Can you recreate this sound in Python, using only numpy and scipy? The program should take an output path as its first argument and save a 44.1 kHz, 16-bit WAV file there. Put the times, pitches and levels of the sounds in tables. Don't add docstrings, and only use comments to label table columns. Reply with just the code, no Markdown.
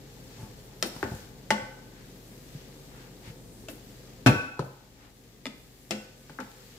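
import sys
import numpy as np
from scipy import signal
from scipy.fft import rfft, irfft, next_fast_len
from scipy.io import wavfile
from scipy.ndimage import uniform_filter1d

SR = 44100
rng = np.random.default_rng(int(sys.argv[2]) if len(sys.argv) > 2 else 0)


def dump_mix(stems):
    frames = np.atleast_2d(stems).T
    limited = np.clip(frames, -1, 1)
    pcm = np.round(limited * 32767).astype(np.int16)
    wavfile.write(sys.argv[1], SR, pcm)


def invert_db(x):
    u = np.asarray(x, float) / 20
    return 10 ** u


N = 299241

# pitch_hz [Hz], level_db [dB], t60_s [s]
WALL = [(209.7, 1.5, 0.2), (353, -18.5, 0.13), (522, -26, 0.78), (576, -25, 0.4), (843, -15, 0.18),
        (878, -12.5, 0.27), (1111, -23, 0.33), (1468, -16.5, 0.29), (1520, -25.5, 0.83), (1810, -33, 0.27),
        (2030, -24.5, 0.32), (2440, -27.5, 0.17), (3200, -33.5, 0.12), (2930, -22, 0.13)]
# pitch_hz [Hz], level_db [dB], t60_s [s]
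LOW_WALL = [(210.6, -4, 0.23), (343.4, -18, 0.24), (521, -25.5, 0.48), (774, -31, .3), (1505, -29, 0.7),
            (2010, -29, 0.23), (2455, -26, 0.1), (2670, -24, 0.25), (3050, -34.5, 0.15)]
# pitch_hz [Hz], level_db [dB], t60_s [s]
RIM = [(217, -1.5, 0.17), (259, -24, 0.71), (952, -20, 0.31), (322, -16, 0.2), (499, -25, 0.68),
       (654, -24, 0.31), (878, -19, 0.33), (1493, -3, 0.12), (1125, -13, 0.39), (1350, -8.5, 0.25),
       (1503, -9.5, 0.69), (2440, -17.5, 0.23), (2547, -16, 0.62), (2630, -20, 0.47)]
# pitch_hz [Hz], width_hz [Hz], level_db [dB]
SHAFT = [(696, 40, 7.5), (1130, 60, 2), (2100, 60, 4), (2660, 49, 6.5), (3550, 39, -39), (4000, 28, -27),
         (4300, 76, -29), (5600, 240, 14)]


def along(table, hz):
    t = np.array(table, float)
    return np.interp(np.log(np.maximum(hz, 1)), np.log(t[:, 0]), t[:, 1])


def unit(x):
    return x / np.sqrt(np.mean(x ** 2))


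def colour(x, table):
    n = next_fast_len(x.shape[-1])
    gain = invert_db(along(table, np.fft.rfftfreq(n, 1 / SR)))
    return irfft(rfft(x, n) * gain, n)[..., :x.shape[-1]]


def causal(x, table):
    n = 2 * next_fast_len(len(x) // 2 + 1)
    cepstrum = irfft(np.log(invert_db(along(table, np.fft.rfftfreq(n, 1 / SR)))), n)
    cepstrum[1:n // 2] *= 2
    cepstrum[n // 2 + 1:] = 0
    return irfft(rfft(x, n) * np.exp(rfft(cepstrum)), n)[:len(x)]


def band(hz, octaves):
    near, far = 2 ** octaves, 4 ** octaves
    return [(hz / far, -80), (hz / near, -20), (hz, 0), (hz * near, -20), (hz * far, -80)]


def diffuse(mid, side):
    side_rows = [(60, -38), (110, -28), (200, -12), (380, -12), (700, -3), (1290, 0), (2380, -0.5),
                 (4400, 1.5), (8120, 0), (15000, -0.5)]
    left_rows = [(60, 9.5), (110, -3), (200, 3.5), (380, 2.5), (700, 2), (1290, 1.5), (2380, 3),
                 (4400, 4.5), (8120, 2.5), (15000, -0.5)]
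    side = colour(side, side_rows)
    lean = np.array(left_rows) * [1, .5]
    return np.array([colour(mid + side, lean), colour(mid - side, lean * [1, -1])])


def walk(rate):
    hold = int(SR / rate)
    levels = np.repeat(rng.standard_normal(N // hold + 1), hold)
    return unit(uniform_filter1d(uniform_filter1d(levels, hold), hold)[:N])


def add(track, sound, s):
    i = int(s * SR)
    track[..., i:i + sound.shape[-1]] += sound[..., :N - i]


def tails(table, t):
    out = 0
    for hz, db, t60 in table:
        noise = colour(rng.standard_normal(len(t)), band(hz, 2.42))
        out = out + invert_db(db - 60 * t / t60) * unit(noise)
    return out


def grains(rate, spread_db, bed, size=N):
    sizes = invert_db(spread_db * np.minimum(rng.exponential(size=(2, size)), 3))
    drops = sizes * (rng.random((2, size)) < rate / SR)
    burst = signal.lfilter([1], [1, -.96], drops)
    return rng.standard_normal((2, size)) * (bed + unit(burst))


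def gain_db(t):
    duck_s, duck_db, recover_db_per_s = 4.27, -7.5, 1.37
    return np.where(t < duck_s, 0, np.minimum(duck_db + recover_db_per_s * (t - duck_s), 0))


def hood(t):
    # pitch_hz [Hz], level_db [dB per Hz]
    air_rows = [(35, -69), (60, 3), (80, -15), (100, -3.5), (121, -6), (145, -0.5), (173, -2), (291, -3),
                (334, -8.5), (368, -6.5), (519, -6), (579, -16), (620, -13.5), (1320, -28.5), (1600, -29),
                (2080, -47), (3520, -120)]
    # pitch_hz [Hz], level_db [dB], width_hz [Hz]
    hum = [(41, 0, 0.16), (121, 1, 7.29), (386.3, -8, 7.14)]
    air = diffuse(*colour(rng.standard_normal((2, N)), air_rows))
    lines = 0
    for hz, db, width in hum:
        phase = 2 * np.pi * np.cumsum(hz + width * walk(8.1)) / SR
        lines = lines + invert_db(db) * np.sin(phase)
    return invert_db(-57 + gain_db(t)) * (invert_db(6.5) * unit(air) + invert_db(3.0) * lines)


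def strokes_db(t):
    # start_s [s], length_s [s], level_db [dB]
    strokes = [
        (0.045, 0.72, -53.5),
        (1.01, 0.054, -38),
        (1.62, 0.088, -42),
        (2.814, 0.22, -53),
        (3.235, 0.042, -55),
        (4.392, 0.27, -36),
        (6.014, 0.053, -46.5),
        (6.433, 0.045, -40),
    ]
    attack_s, fade_db_per_s, rest_db = 0.15, 70, -58.5
    power = invert_db(2 * rest_db)
    for s, length, db in strokes:
        fade = fade_db_per_s * np.maximum(t - s - length, 0)
        swell = np.clip((t - s) / attack_s + 1, 0, 1)
        power = power + (swell * invert_db(db - fade)) ** 2
    return 10 * np.log10(power)


def food(t):
    # start_s [s], level_db [dB]
    bare_rows = [(0, -0.5), (.4, 2), (.85, -2.5), (1.02, 5.5), (1.2, 4.5), (1.33, -1.5), (1.6, -1.5),
                 (2.0, -1.5), (2.6, 1.5), (3.3, 0), (3.5, -4.5), (3.9, 1.5), (4.3, -1.5), (4.7, 3),
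                 (5.2, 0.5), (5.6, 2), (6.1, 2.5), (6.79, 5.5)]
    # pitch_hz [Hz], level_db [dB per Hz]
    sizzle_rows = [(710, -44), (1200, 4), (1380, -5), (1650, 4.5), (2680, 1.5), (3930, 2), (7600, -1),
                   (8500, -29)]
    # pitch_hz [Hz], level_db [dB per Hz]
    steam_rows = [(6000, -8), (8000, -1), (9200, -6), (12000, -2), (15400, -4.5), (16000, -3)]
    bare_db = np.interp(t, *np.transpose(bare_rows))
    slips = grains(300, 1.7, 0.43)
    drag = colour(slips, [(300, -19), (600, 1.0), (850, 20.0), (1050, 6.0), (1500, 6.0), (2200, -20.0)])
    sizzle = colour(grains(300, 4.5, 4.2), sizzle_rows)
    steam = colour(grains(800, 3.0, 5.0), steam_rows)
    layers = [(drag, strokes_db(t) - 12.5), (sizzle, -57.5 + bare_db), (steam, -58.5 + bare_db)]
    out = 0
    for sound, db in layers:
        out = out + invert_db(db + .6 * walk(12)) * unit(diffuse(*sound))
    return invert_db(gain_db(t)) * out


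def splashes():
    # start_s [s] (at the peak), level_db [dB], half_length_s [s], pitch_hz [Hz]
    slaps = [(0.422, -58, .04, 9000), (0.43, -56, 0.083, 730), (0.589, -59, 0.018, 4300),
             (0.66, -61, 0.027, 11100), (0.85, -56, 0.08, 12900), (0.87, -43, 0.017, 10000),
             (0.91, -59, .05, 9500), (0.963, -54, .018, 10500), (1.16, -57, .042, 7000),
             (2.01, -58.5, 0.1, 1580), (2.3, -63.5, 0.4, 12400), (2.59, -59, 0.1, 2050),
             (3.0, -55.5, 0.094, 1500), (3.277, -50, 0.044, 1950), (3.281, -60, .045, 5000),
             (3.552, -59, 0.2, 8200), (3.709, -48, 0.017, 12000), (3.745, -56.5, .042, 11500),
             (4.656, -60, .026, 13600), (4.86, -72, .11, 11600), (5.04, -59.5, 0.07, 796),
             (5.044, -61.5, 0.072, 1800), (5.199, -66.5, .15, 11600), (6.2, -65.5, 0.045, 8800),
             (5.8, -64, 0.6, 12100)]
    out, t = np.zeros((2, N)), np.arange(SR // 2) / SR - 1 / 4
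    for s, db, length, hz in slaps:
        fizz = colour(grains(1500, 2.5, 3.2, size=len(t)), band(hz, 2.44))
        add(out, invert_db(db) * np.exp(-(t / length) ** 2) * unit(diffuse(*fizz)), s + t[0])
    return out


def ticks():
    # start_s [s], level_db [dB], pitch_hz [Hz], t60_s [s]
    snaps = [(0.8258, -30, 11500, .03), (0.951, -60, 9000, .015), (0.965, -52, 3500, .018),
             (1.0287, -39.5, 4800, 0.023), (1.04, -40, 5000, .02), (0.963, -40, 800, 0.032),
             (1.125, -48, 5000, .02), (1.15, -45, 7000, .02), (4.27, -54, 11000, 0.032),
             (4.293, -36.5, 14000, 0.065), (5.4665, -59, 5000, 0.018), (6.4016, -43, 5400, .015),
             (6.516, -49, 3500, .015), (3.696, -48, 9020, .02)]
    out, t = np.zeros((2, N)), np.arange(SR // 10) / SR
    for s, db, hz, t60 in snaps:
        snap = unit(diffuse(*colour(rng.standard_normal((2, len(t))), band(hz, 2.4))))
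        add(out, invert_db(db - 60 * t / t60) * snap, s)
    return out


def ring(modes, t, scatter_db, detune, split=0., rough=0.):
    hold_s, port_lag_s = 0.01097, 0.00011
    hz, db, t60 = np.array(modes, float).T[:, :, None]
    chance = rng.standard_normal((4, len(modes), 1))
    out = np.zeros((2, len(t)))
    t = t[t < 1.5 * t60.max()]
    steps = rng.standard_normal((2, len(modes), 128))
    k = (t / hold_s).astype(int)
    glide = steps[..., k] + (steps[..., k + 1] - steps[..., k]) * (t / hold_s - k)
    shift = glide * rough * np.minimum((hz / 2200) ** 2, 1.3)
    turn = 2 * np.pi * hz * (1 + detune * chance[1]) * t + shift[0] - shift[0, :, :1]
    skew = 2 * np.pi * hz * port_lag_s * (1 + chance[2] / 8) / 2
    skew = skew + 0.52 * np.exp(-np.log(hz / 1300) ** 2 / 0.2)
    swell = 1 - np.exp(-t / (0.53 / hz + 0.027 * (abs(hz - 215) < 20)))
    decay_db = 60 * np.clip(t / np.minimum(t60, .9), 0, 9)
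    size = invert_db(db + scatter_db * chance[0] + 6.6 * shift[1] - decay_db) * swell
    twin = turn * (1 + split * (1 + 0.458 * chance[3]))
    for port, way in enumerate((1, -1)):
        pair = np.sin(turn + way * skew) + 0.51 * np.sin(twin - way * skew)
        out[port, :len(t)] = np.sum(size * pair, axis=0)
    return out


def thuds():
    # start_s [s], level_db [dB], pitch_hz [Hz], t60_s [s], pan_ring_db [dB]
    blows = [(.385, -40, 110, 0.15, -3.5), (.408, -36, 108, 0.045, -1), (.428, -28.5, 116, 0.062, -8),
             (0.962, -33, 159, 0.06, -20), (1.039, -34.5, 87.5, 0.16, -40), (1.116, -24, 113, 0.068, -12),
             (1.116, -31, 394, 0.067, -5), (1.139, -26, 100, 0.07, -24), (1.62, -39.5, 106, 0.1, -9),
             (2.549, -29, 144, 0.064, -18.5), (3.273, -35, 121, 0.087, -9), (3.3, -35, 134, 0.034, -32),
             (3.70, -38, 209, 0.14, -14), (4.594, -19, 144, 0.04, -30), (4.625, -40.5, 121, 0.3, -43),
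             (6.298, -39.5, 169, 0.083, -24)]
    out, t = np.zeros((2, N)), np.arange(SR // 2) / SR
    for s, db, hz, t60, ring_db in blows:
        boom = ring([(hz, 0, t60), (hz * 1.49, -8, t60), (hz * 1.17, -12, t60)], t, 2.25, 0.087)
        dull = colour(ring(WALL, t, 4.7, 0.0034), [(250, -13), (380, 4.5), (900, -8.5), (2500, -25)])
        add(out, invert_db(db) * (boom + invert_db(ring_db) * dull) * np.minimum(t / 0.00086, 1), s)
    return out


def knocks(hits, steel, wood, steel_db, wood_db, glass_db, clatter_db, tick_db, thud_db):
    # pitch_hz [Hz], level_db [dB], t60_s [s]
    cooktop = [(122, 0, .19), (80, -15, .08), (100, -12, .1), (148, -9, .15), (256, -11, .15)]
    # pitch_hz [Hz], level_db [dB], t60_s [s]
    clatter_rows = [(100, 9.5, 0.32), (246, 0.5, 0.13), (704, -6, 0.26), (1800, 5.5, 0.13),
                    (5600, 1, 0.045), (12000, -42, 0.3)]
    out, t = np.zeros((2, N)), np.arange(SR) / SR
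    spoon = [(hz, db, min(np.log(1000) / (np.pi * width), .035)) for hz, width, db in wood]
    tick = np.sin(2 * np.pi * 3200 * t) * np.exp(-t / 0.000072)
    for s, db, bottom, upper, crack in hits:
        clatter = diffuse(tails(clatter_rows, t), tails(clatter_rows, t))
        clatter *= np.minimum(t / 0.00035, 1) * (t < 4 / 5)
        blow = invert_db(steel_db) * ring(steel, t, 0.2, 0.00246, split=0.0132, rough=1.0)
        blow += invert_db(wood_db) * ring(spoon, t, 0.24, 0.0039, split=0.0052)
        blow += invert_db(glass_db) * ring(cooktop, t, 0.35, 0)
        blow += invert_db(tick_db) * tick + invert_db(clatter_db) * clatter
        tone = [(45, thud_db - 20), (90, thud_db), (130, thud_db), (230, bottom), (600, 0),
                (1800, upper), (4500, crack)]
        add(out, invert_db(db) * np.array([causal(port, tone) for port in blow]), s)
    return out




def dull_blows():
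    hits = [(6.3878, -33, -2.1, 1, -33), (6.4035, -38, -1.2, 0, -3)]
    wood = [(1120, 200, -1), (1350, 160, 2.5), (1560, 160, 6), (1800, 230, -7), (2370, 170, -12),
            (3510, 200, -14)]
    # pitch_hz [Hz], level_db [dB], t60_s [s]
    steel = [(204, 0, 0.25), (250, -4.5, .14), (530, -9, 0.12), (877, -5, .2), (1362, -8.5, .2),
             (1497, -9, 0.2), (1995, -17, 0.23), (2400, -20, .18)]
    return knocks(hits, steel, wood, steel_db=-3.0, wood_db=1.9, glass_db=1.6,
                  clatter_db=-13.5, tick_db=15.0, thud_db=-26)


def scoop_blows():
    hits = [(5.4555, -40.5, 10.5, -0.78, 2.3), (5.4665, -44, 3.3, 0, 3.6)]
    wood = [(595, 43, 1.5), (890, 60, -3), (1256, 50, -0.5), (2070, 110, 6.5), (2350, 190, 9.5),
            (2850, 110, 2), (3500, 120, 7), (4940, 340, 10), (7270, 460, -5)]
    return knocks(hits, LOW_WALL, wood, steel_db=0.0, wood_db=6.3, glass_db=2.3,
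                  clatter_db=-11.5, tick_db=5.7, thud_db=-18)


def lip_blows():
    hits = [(5.908, -30.5, 0.39, -4, 0.96)]
    wood = [(364, 40, -7), (660, 56, -6.5), (1870, 150, -7), (2510, 59, -4), (3160, 156, 6),
            (4070, 250, -10), (5340, 130, 2), (7530, 230, -3.5)]
    return knocks(hits, LOW_WALL, wood, steel_db=13.5, wood_db=5.3, glass_db=0.74,
                  clatter_db=-7.0, tick_db=5.4, thud_db=-23)


def bowl_blows():
    hits = [(3.685, -36.5, 0.5, -7, -4)]
    wood = [(634, 59, 1), (1490, 69, -2), (1940, 120, -14), (2990, 240, 10), (5400, 310, 3), (7260, 550, 0)]
    return knocks(hits, LOW_WALL, wood, steel_db=1.4, wood_db=2.4, glass_db=1.2,
                  clatter_db=-9.0, tick_db=6.5, thud_db=-31.5)


def edge_blows():
    hits = [(0.826, -24, -2.5, -6, 0.73)]
    wood = [(643, 73, -10), (1345, 66, -4.5), (1950, 126, -1.5), (2530, 360, 4), (3140, 100, -5),
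            (4580, 240, -3), (5560, 270, 5.5), (7000, 540, -0.5), (7600, 310, -5)]
    return knocks(hits, LOW_WALL, wood, steel_db=2.4, wood_db=8.2, glass_db=1.2,
                  clatter_db=-11.0, tick_db=13.0, thud_db=-23)


def flat_blows():
    hits = [(1.0287, -27, -2.5, -2, -22), (6.296, -45.5, -15, -5, -6)]
    wood = [(394, 50, 2), (867, 60, -20), (1210, 280, 2.5), (1545, 200, 9), (1840, 160, -4),
            (3580, 400, -8)]
    return knocks(hits, WALL, wood, steel_db=2.9, wood_db=6.0, glass_db=1.1,
                  clatter_db=-9.5, tick_db=9.9, thud_db=-30)


def tip_blows():
    hits = [(1.5053, -19, -4.5, -3.5, -1.1)]
    wood = [(597, 47, -1), (870, 36, -11), (1580, 52, -1), (1842, 46, 6), (2014, 62, 6), (3900, 1300, -32),
            (5730, 650, 7), (7300, 400, -1.5)]
    return knocks(hits, WALL, wood, steel_db=6.8, wood_db=2.1, glass_db=0.33,
                  clatter_db=-13.0, tick_db=3.0, thud_db=-23.0)


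def handle_blows():
    hits = [(4.593, -25, -13.5, -20.5, -17.5)]
    wood = [(432, 91, 6), (690, 380, 10), (1027, 110, 11), (1280, 120, 15.5), (2860, 160, -5),
            (4130, 330, 14)]
    return knocks(hits, RIM, wood, steel_db=-20.0, wood_db=3.9, glass_db=1.7,
                  clatter_db=-7.5, tick_db=16.0, thud_db=-14.0)


def rim_blows():
    hits = [(4.2612, -13.5, 0.17, -4.5, -10)]
    bounces = [(4.2695, -19, -6, -6, -6)]
    strike = knocks(hits, RIM, SHAFT, steel_db=1.6, wood_db=-18.0, glass_db=7.7,
                    clatter_db=-7.0, tick_db=3.2, thud_db=-9.5)
    return strike + knocks(bounces, RIM, SHAFT, steel_db=-1.1, wood_db=-2.5, glass_db=6.5,
                           clatter_db=-6.5, tick_db=4.2, thud_db=-7.5)


def kitchen(x, wet_db):
    # pitch_hz [Hz], t60_s [s]
    room = [(100, 0.21), (400, 0.56), (1500, 0.62), (5000, 0.63), (12000, 0.57)]
    # pitch_hz [Hz], level_db [dB]
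    room_tone = [(100, 0.5), (220, -10.5), (500, -1), (3000, -1.5), (8000, -2)]
    # pitch_hz [Hz], left minus right level_db [dB]
    pan_left = [(100, 1.5), (300, -1), (700, 4.5), (2500, 1.5), (6000, 5), (12000, -1)]
    t = np.arange(SR) / SR
    walls = [(hz, 0, t60) for hz, t60 in room]
    echo = diffuse(tails(walls, t), tails(walls, t)) * np.clip((t - .003) / 0.003, 0, 1)
    echo *= t < .8
    spectrum = rfft(echo)
    smooth = np.sqrt(uniform_filter1d(abs(spectrum) ** 2, size=60))
    echo = irfft(spectrum / smooth, SR) * (t < 4 / 5)
    echo /= np.sqrt(np.sum(echo ** 2) / 2)
    lean = np.array(pan_left) * [1, .5]
    direct = np.array([causal(x[0], lean), causal(x[1], lean * [1, -1])])
    answer = signal.fftconvolve(causal(x[0], room_tone)[None], echo, axes=1)[:, :N]
    return direct + invert_db(wet_db) * answer


def scene():
    t = np.arange(N) / SR
    spoon = dull_blows() + scoop_blows() + lip_blows() + bowl_blows() + edge_blows()
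    spoon += flat_blows() + tip_blows() + handle_blows() + rim_blows()
    return hood(t) + food(t) + splashes() + kitchen(spoon + ticks() + thuds(), -7.5)


def roll_off(x):
    return signal.sosfilt(signal.butter(12, 16630, fs=SR, output="sos"), x)


def record(dry):
    x = np.tanh(0.5 * dry) / 0.52
    x = signal.sosfilt(signal.butter(6, 36, "high", fs=SR, output="sos"), x)
    x = .94 * np.tanh(x / .94 + (x / .94) ** 3 / 3)
    x = signal.sosfilt(signal.ellip(8, .2, 60, 15450, fs=SR, output="sos"), x)
    return roll_off(x)


dry = scene()
out = record(dry)
dump_mix(out)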